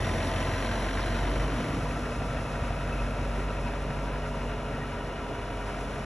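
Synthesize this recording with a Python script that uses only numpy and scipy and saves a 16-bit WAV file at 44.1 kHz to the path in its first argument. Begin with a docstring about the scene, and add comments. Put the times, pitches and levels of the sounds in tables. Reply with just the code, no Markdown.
"""Loader on a snowy street

A wheeled loader works its way along, heard from a house across the front yard. Its four-cylinder
diesel drones and clatters, loose panels rattle, the drive whines, and tyres and blade grind through
snow. The frame bumps and groans, and short notes ring out of the clatter. It moves off behind an
evergreen, which takes the edge off the clatter, while light puffs of air brush the microphone."""
import sys
import numpy as np
from scipy import signal
from scipy.fft import rfft, irfft
from scipy.io import wavfile
from scipy.ndimage import uniform_filter1d, map_coordinates

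SR = 44100
rng = np.random.default_rng(int(sys.argv[2]) if len(sys.argv) > 2 else 0)


def unload_wav(signal):
    """Save mono or channel-first audio to the path in sys.argv[1] as 16-bit WAV at rate SR, clipped to [-1, 1]."""
    wavfile.write(
        sys.argv[1],
        SR,
        np.round(np.clip(np.atleast_2d(signal).T, -1, 1) * 32767).astype(np.int16),
    )


N = 266805
TIME = np.arange(N) / SR
FREQS = np.maximum(np.fft.rfftfreq(N, 1 / SR), 1)

# engine revs, pushed up for the shove and sagging as the load comes off: t/s, firing rate/Hz
FIRING_RATE = [(0, 44.4), (.35, 44.85), (.75, 46), (1.2, 46.6), (1.35, 47.9), (1.5, 49.7), (1.7, 48.4),
               (1.95, 48.75), (2.3, 48.1), (2.82, 46.85), (3.1, 47.6), (4.65, 47.35), (5.25, 45.85),
               (5.6, 45.95), (6.05, 46.6)]
# exhaust boom, riding the engine load: t/s, base level/dB
BOOM_LEVEL = [(.08, -37), (1, -32.5), (1.43, -28.5), (1.67, -41), (1.85, -34), (2.15, -37.5), (2.92, -34.5),
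              (3.03, -29.5), (3.12, -36.5), (3.22, -32.5), (3.68, -33.5), (3.93, -35.5), (4.05, -33.3),
              (4.2, -35), (4.85, -39.5), (5.1, -42.5), (5.6, -37), (6, -39.5)]
# exhaust overtones: multiple of the firing rate, near base level/dB, far base level/dB, crossfade t/s
OVERTONES = [(1.75, -48, -60, 1.2), (2, -36, -49, 1), (2.5, -50, -53, 1.6), (3, -52, -42, 1.45),
             (4, -59, -54, 1.6), (5, -42.5, -43.2, 1.1), (6, -51, -57, 1.8), (12, -54, -54, 1.6),
             (20, -65, -59, 3.3), (22, -67, -65, 1.6), (28, -67, -62, 1.8)]
# knock of each cylinder in firing order: accent/dB
CYLINDER_ACCENTS = [0.76, -0.81, 0.12, -0.13]
# roar of machine and snow, a row each for rumble, body, clatter and hiss:
# base level/dB, loss per doubling of distance/dB, loss behind the evergreen/dB
ROAR_MIX = [(-38, 3.5, 0.9), (-35, 3.5, 2.5), (-38, 5.5, 1.5), (-52, 11, 1)]
# range in which each of those bands is normalised: low f/Hz, high f/Hz
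BAND_CORES = [(60, 200), (280, 900), (1100, 3500), (5300, 8000)]
# crossovers between the bands: f/Hz
BAND_SPLITS = [240, 1000, 4300]
# EQ of the roar in the open (near) and behind the evergreen (far): f/Hz, relative level/dB
NEAR_EQ = [(25, -25), (45, -4), (80, -1), (130, -6), (180, -5), (270, -2.5), (350, -8), (620, -9.5),
           (800, -12), (1400, -16), (2700, -23), (4500, -28), (7500, -39), (10200, -20), (11700, -32.5)]
FAR_EQ = [(25, -11), (45, 1.5), (80, 5.5), (115, 3.5), (180, -3.5), (270, -5.5), (350, -13), (620, -9.5),
          (800, -14.5), (1400, -14.5), (2700, -23.5), (4500, -32.5), (7500, -29.5), (10200, -23),
          (11700, -40.5)]
# peaks and dips in the tone colour of the roar, near and far: f/Hz, width/Hz, gain/dB
NEAR_PEAKS_DIPS = [(123, 23, 11), (477, 34, 3), (650, 65, 7.5), (892, 19, 8), (1007, 19, 7.5),
                   (1960, 320, 4.5), (2850, 70, 2), (3070, 140, 4.5), (4070, 360, 0), (4740, 150, 2),
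                   (5700, 660, 11), (7500, 2200, 14), (8600, 2000, -5.5)]
FAR_PEAKS_DIPS = [(217, 12, -4), (250, 45, -1.5), (350, 36, -1.5), (526, 70, -1), (794, 220, -0.5),
                  (962, 42, 9), (1048, 163, -6), (1184, 26, 5), (1360, 140, 2.5), (1760, 80, -3),
                  (1870, 28, 6), (2180, 60, -1), (2300, 120, 4.5), (2366, 90, -3.5), (2540, 63, 6),
                  (2800, 140, 3.5), (3486, 56, 6), (3880, 130, 2), (4800, 150, -3), (5230, 1030, 6),
                  (8900, 2800, -7)]
# the rumble heaves as the tyres churn through deep snow: crest t/s, length/s, gain/dB
SNOW_CHURNS = [(0.097, 0.3, 3), (.82, .2, -1), (1.423, .25, 2.5), (1.753, 0.51, 2.5), (2.66, 0.66, 3),
               (4.002, 0.13, 0)]
# steady whines of the drive: f/Hz, near level/dB, far level/dB
DRIVE_WHINES = [(668, -54, -56), (693, -49, -50.5), (952, -75, -59), (1035, -54, -56), (1324, -70, -63),
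                (3058, -61, -77)]
# loose panels, coming and going as the machine turns: f/Hz, width/Hz, level/dB, crest t/s, spread/s
LOOSE_PANELS = [(540, 89, -45.5, 0.13, 0.5), (1223, 48, -51, 0.49, 0.51), (1904, 45, -50, 0.28, 0.51),
                (2620, 53, -55, 0.35, 0.6), (3590, 52, -54, 0.18, 0.43), (1387, 140, -47.5, 1.1, 0.54),
                (1587, 66, -46, 0.81, 0.53), (3110, 120, -54.5, 0.64, 0.67), (3710, 45, -57, 1.05, 0.42),
                (4020, 46, -55.5, 0.83, 0.57), (474, 63, -44.5, 1.7, 0.85), (1317, 64, -50, 2.4, 0.92),
                (2580, 81, -55, 2.9, 1.24), (2820, 72, -56, 4.56, 1.1), (284, 20, -42, 1.37, 0.45),
                (1154, 81, -50, 1.46, .5), (394, 24, -51.5, 3.94, 0.61), (614, 35, -50.5, 4, 1.35),
                (960, 33, -48, 4.33, 0.74), (668, 40, -49.5, 5.7, 0.55), (210, 20, -46.5, 5.74, 0.79),
                (1395, 55, -54, 5.1, .85), (2310, 70, -68, 5.5, 1.1), (2930, 40, -60, 5.4, 1.1)]
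# bumps and clanks of blade and frame: t/s, main mode level/dB, f/Hz, T60/s
FRAME_BUMPS = [(.662, -32, 4130, .012), (.942, -29, 3200, .008), (1.002, -21, 400, .008),
               (1.007, -33, 5000, .01), (1.03, -31, 3700, .014), (1.072, -26, 1600, .014),
               (2.309, -29, 148, .08), (2.582, -30, 140, .11), (2.707, -23.3, 720, .016),
               (3.262, -31, 575, .06), (3.379, -30, 390, .16), (3.899, -28.5, 138, .15),
               (3.905, -34, 740, .05)]
# short ringing notes and brief tonal flares in the clatter: t/s, base level/dB, f/Hz, T60/s
RINGING_NOTES = [(.155, -31, 1900, .07), (.212, -36, 2600, .07), (.24, -32, 1005, .1),
                 (.478, -33, 1290, .08), (1.855, -31.5, 976, .12), (1.955, -33, 1320, .16),
                 (2.369, -38, 1850, .07), (2.924, -33, 2600, .07), (2.988, -38, 2570, .07),
                 (4.815, -35.5, 1885, .08), (4.84, -38, 1320, .16), (4.925, -37, 970, .1),
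                 (5.315, -39, 1405, .14)]
# low resonances of the frame: f/Hz, width/Hz, relative level/dB
FRAME_MODES = [(95, 40, -3), (150, 45, 1.5), (205, 40, -4), (262, 50, -1), (300, 35, -1)]
# puffs of air on the microphone ports: crest t/s, length/s, level/dB
AIR_PUFFS = [(2.607, .04, -52), (3.302, .03, -53), (3.96, .03, -44), (5.293, .03, -44), (5.75, .4, -60),
             (5.947, .04, -51)]
# stereo width of the roar: f/Hz, left-right correlation
STEREO_LIKENESS = [(100, .9998), (200, .997), (300, .977), (700, .935), (1000, .92), (1500, .96),
                   (2000, .9), (2600, .72), (3500, .89), (4500, .72), (5400, .87), (5900, .995),
                   (6200, .995), (6700, .85), (8000, .88), (9100, .995), (10000, .93), (11000, .72)]
# phase between the two microphone ports: f/Hz, left lead/rad
STEREO_PHASE = [(300, 0), (1500, .1), (2300, .7), (2500, .6), (2680, .15), (2900, .6), (4000, .7),
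                (4400, 1.2), (5350, 5.5), (6200, 6.5), (8100, 8.5), (9800, 10.1), (11000, 11.2)]
# balance between the ports: f/Hz, left over right/dB
STEREO_BALANCE = [(400, 0), (1000, .7), (2000, .9), (2550, 3.5), (2800, 0), (4000, 0), (4900, -2.3),
                  (5500, .4), (6500, 0)]


def crank(flutter=0.000968):
    """The engine's clock: a running count of firings, its speed hunting slightly."""
    rate_hz = over_time(FIRING_RATE)
    return np.cumsum(rate_hz * (1 + flutter * drift(8))) / SR


def exhaust(firings, far, boom_trim_db=0.1, overtone_trim_db=-0.6, throb=0.094):
    """A boom throbbing with the uneven cylinders, under overtones that shift as the pipe turns away."""
    boom = from_db(over_time(BOOM_LEVEL) + boom_trim_db) * np.sqrt(2) * np.sin(2 * np.pi * firings)
    out = boom * (1 + throb * tone(firings / len(CYLINDER_ACCENTS)))
    # the engine eases off, then picks up part of the way
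    effort_db = overtone_trim_db - 11 * onset(5.06, blur_s=.056) + 6.5 * onset(5.7, blur_s=.056)
    for order, near_db, far_db, turn_s in OVERTONES:
        turned = onset(turn_s, blur_s=.15)
        level = from_db(near_db) * (1 - turned) + from_db(far_db) * turned
        waver_db = (1.8 - far) * drift(4)
        out = out + level * from_db(effort_db + waver_db) * tone(order * firings)
    return out


def knocks(firings, scatter_db=0.88, decay_firings=.65):
    """Diesel knock envelope, rms 1: every firing kicks it up and it decays until the next."""
    count = firings.astype(int)
    strength_db = np.array(CYLINDER_ACCENTS)[count % 4] + scatter_db * rng.standard_normal(512)[count]
    burst = from_db(strength_db) * np.exp(-(firings % 1) / decay_firings)
    burst = uniform_filter1d(burst, size=140)  # rounds off the attack
    return burst / np.sqrt(np.mean(burst ** 2))


def valve_train(firings, size=3750):
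    """A hash of small impacts: noise looping every four firings, giving a dense comb of lines."""
    loop = rng.standard_normal(size)
    position = firings / len(CYLINDER_ACCENTS) % 1 * size
    return map_coordinates(loop, [position], order=3, mode="grid-wrap")


def roar(firings, far, band_pulsing=(.1, .2, .5, .14), far_pulsing=0.39, grind_db=0.73):
    """Tyres and blade grind steadily; diesel knock pulses on top, blurring with distance."""
    knock = knocks(firings)
    near_bands = roar_bands(firings, NEAR_EQ, NEAR_PEAKS_DIPS)
    far_bands = roar_bands(firings, FAR_EQ, FAR_PEAKS_DIPS)
    levels_db = roar_levels(far)
    out = 0
    for near_band, far_band, level_db, depth in zip(near_bands, far_bands, levels_db, band_pulsing):
        band = np.sqrt(1 - far) * near_band + np.sqrt(far) * far_band
        knock_share = depth * (1 - far + far * far_pulsing)
        pulse = np.sqrt(1 - knock_share + knock_share * knock ** 2)
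        out = out + band * pulse * from_db(level_db + grind_db * drift(14))
    return out


def roar_bands(firings, eq, peaks_dips, valve_share=0.42, valves_from_hz=350, low_cut_hz=32):
    """Stereo noise and valve train, coloured by EQ and split into rumble, body, clatter and hiss."""
    lift_db = sum(db * peak(hz, width) for hz, width, db in peaks_dips)
    colour = from_db(over_hz(eq) + lift_db) / np.sqrt(1 + (low_cut_hz / FREQS) ** 12)
    mid, side = rfft(rng.standard_normal((2, N)))
    share = valve_share / (1 + (valves_from_hz / FREQS) ** 2)
    mid = np.sqrt(1 - share) * mid + np.sqrt(share) * rfft(valve_train(firings))
    alike = over_hz(STEREO_LIKENESS)
    spectrum = colour * (np.sqrt((1 + alike) / 2) * mid + np.sqrt((1 - alike) / 2) * side * [[1], [-1]])
    lowpasses = [0] + [1 / (1 + (FREQS / hz) ** 6) for hz in BAND_SPLITS] + [1]
    bands = []
    for k, (low, high) in enumerate(BAND_CORES):
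        core_rms = np.sqrt(np.mean(colour ** 2 * (FREQS > low) * (FREQS < high)))
        bands.append(irfft(spectrum * (lowpasses[k + 1] - lowpasses[k]), N) / core_rms)
    return bands


def roar_levels(far, start_m=22.3, away_m_per_s=3.14, swing_clatter_db=1, swing_hiss_db=4):
    """Fader rides in dB: all four bands sink with distance and cover; churning snow moves the rumble."""
    doublings = np.log2(1 + away_m_per_s * TIME / start_m)
    rumble, body, clatter, hiss = [db - distance_db * doublings - cover_db * far
                                   for db, distance_db, cover_db in ROAR_MIX]
    churn_db = sum(db * swell(s, length / 2, length / 2) for s, length, db in SNOW_CHURNS)
    swing = onset(5.6, blur_s=.1)  # the microphone swings round and the treble opens
    return rumble + churn_db, body, clatter + swing_clatter_db * swing, hiss + swing_hiss_db * swing


def drive(firings, far, pistons=9, idle_db=-55, loaded_db=-46.5, waver_db=1.5, smear_cycles=0.29):
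    """The hydraulic pump follows the crank and swells under load; the other whines hold their pitch."""
    pump_db = idle_db + (loaded_db - idle_db) * onset(3.55, blur_s=.19)
    out = from_db(pump_db + waver_db / 2 * drift(3.3)) * tone(pistons * firings)
    for hz, near_db, far_db in DRIVE_WHINES:
        level_db = near_db + (far_db - near_db) * far + waver_db * drift(3.9)
        out = out + from_db(level_db) * tone(hz * TIME + smear_cycles * drift(7))
    return out


def rattle(firings, far, taps_per_s=450, tightness=2.5, scatter_db=1.5):
    """Loose panels chatter on their fixings, mostly just after a firing, each while it faces the house."""
    shake = knocks(firings) ** (tightness * (1 - far / 2))
    chance = taps_per_s / SR * shake / shake.mean()
    out = 0
    for hz, width, level_db, crest_s, spread_s in LOOSE_PANELS:
        hit = rng.random(N) < chance
        strength, polarity = rng.standard_normal((2, 8192))[:, np.arange(hit.sum()) % 8192]
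        taps = np.zeros(N)
        taps[hit] = np.sign(polarity) * from_db(scatter_db * strength)
        pole = np.exp(-np.pi * width / SR)
        feedback = [1, -2 * pole * np.cos(2 * np.pi * hz / SR), pole * pole]
        ring = signal.lfilter([1, 0, -1], feedback, taps)
        out = out + from_db(level_db) * swell(crest_s, spread_s, spread_s) * ring / np.std(ring)
    return out


def bumps(upper_ratio=1.6, upper_db=-10):
    """Each jolt rings a panel in one main mode and a weaker upper one that dies away with it."""
    out = np.zeros(N)
    for s, level_db, hz, t60 in FRAME_BUMPS:
        start = int(s * SR)
        age = TIME[:min(SR // 2, N - start)]
        fade = from_db(-60 * age / t60)
        phase = 2 * np.pi * hz * age
        upper = from_db(upper_db) * fade * np.sin(upper_ratio * phase)
        out[start:start + len(age)] += from_db(level_db) * fade * (np.sin(phase) + upper)
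    return out


def ringing_notes(attack_s=.004, buzz_db=2.5):
    """Short notes and tonal flares in the clatter: decaying sines roughened by a fast level flicker."""
    out = 0
    for s, level_db, hz, t60 in RINGING_NOTES:
        age = np.maximum(TIME - s, 0)
        envelope = np.minimum(age / attack_s, 1) * from_db(-60 * np.minimum(age / t60, 2))
        out = out + from_db(level_db) * envelope * np.sin(2 * np.pi * hz * age)
    return out * from_db(buzz_db * drift(120))


def groan(level_db=-35):
    """Rough dragging shakes the low modes of the frame once, as the machine takes up load."""
    response = sum(from_db(db) * peak(hz, width) for hz, width, db in FRAME_MODES)
    shake = irfft(rfft(rng.standard_normal(N)) * response, N)
    return from_db(level_db) * swell(1.75, rise_s=.27, fall_s=.13) * shake / np.std(shake)


def puffs(band_hz=(50, 200)):
    """Light air brushes the microphone ports: soft low thuds, different in each ear."""
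    bandpass = signal.butter(1, band_hz, "band", fs=SR, output="sos")
    air = signal.sosfilt(bandpass, rng.standard_normal((2, N)))
    envelope = sum(from_db(db) * swell(s, length / 2, length / 2) for s, length, db in AIR_PUFFS)
    return envelope * air / np.std(air)


def from_db(db):
    """Decibels to gain."""
    return 10 ** (np.asarray(db) / 20)


def over_time(points):
    """Automation curve: breakpoints joined by straight lines, sample by sample."""
    s, value = np.transpose(points)
    return np.interp(TIME, s, value)


def over_hz(points):
    """Breakpoints joined by straight lines over log frequency."""
    hz, value = np.transpose(points)
    return np.interp(np.log(FREQS), np.log(hz), value)


def peak(hz, width_hz):
    """Spectral peak of height 1."""
    return 1 / (1 + (2 * (FREQS - hz) / width_hz) ** 2)


def drift(rate_hz):
    """Smooth random wander with a spread of about 1."""
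    knots = rng.standard_normal(2048)
    return map_coordinates(knots, [TIME * rate_hz * 2 + 2], order=2, mode="wrap")


def tone(cycles):
    """Sine of rms 1 with a random start phase."""
    return np.sqrt(2) * np.sin(2 * np.pi * (cycles + rng.random()))


def onset(at_s, blur_s):
    """Smooth fade from 0 to 1, half way at the given time."""
    return .5 + .5 * np.tanh((TIME - at_s) / (2 * blur_s))


def swell(at_s, rise_s, fall_s):
    """Bell envelope of height 1 with its own rise and fall."""
    return np.exp(-((TIME - at_s) / np.where(TIME < at_s, rise_s, fall_s)) ** 2)


def scene():
    """The crank times exhaust, pump, clatter and rattle; frame noises, notes and puffs come on top."""
    firings = crank()
    far = onset(1.58, blur_s=.2)  # 0 in the open, 1 behind the evergreen
    machine = exhaust(firings, far) + drive(firings, far) + roar(firings, far) + rattle(firings, far)
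    return machine + groan() + bumps() + ringing_notes() + puffs()


def record(dry, fade_s=.005, cutoff_hz=11500):
    """Soft ends, phase and level differences between the two ports, and a steep top cut."""
    fades = np.minimum(np.minimum(TIME, TIME[::-1]) / fade_s, 1)
    lean = from_db(over_hz(STEREO_BALANCE) / 2)
    ports = np.array([lean, np.exp(-1j * over_hz(STEREO_PHASE)) / lean])
    stereo = irfft(rfft(dry * fades) * ports, N)
    top_cut = signal.ellip(12, .1, 80, cutoff_hz, fs=SR, output="sos")
    return signal.sosfilt(top_cut, stereo)


dry = scene()
out = record(dry)
unload_wav(out)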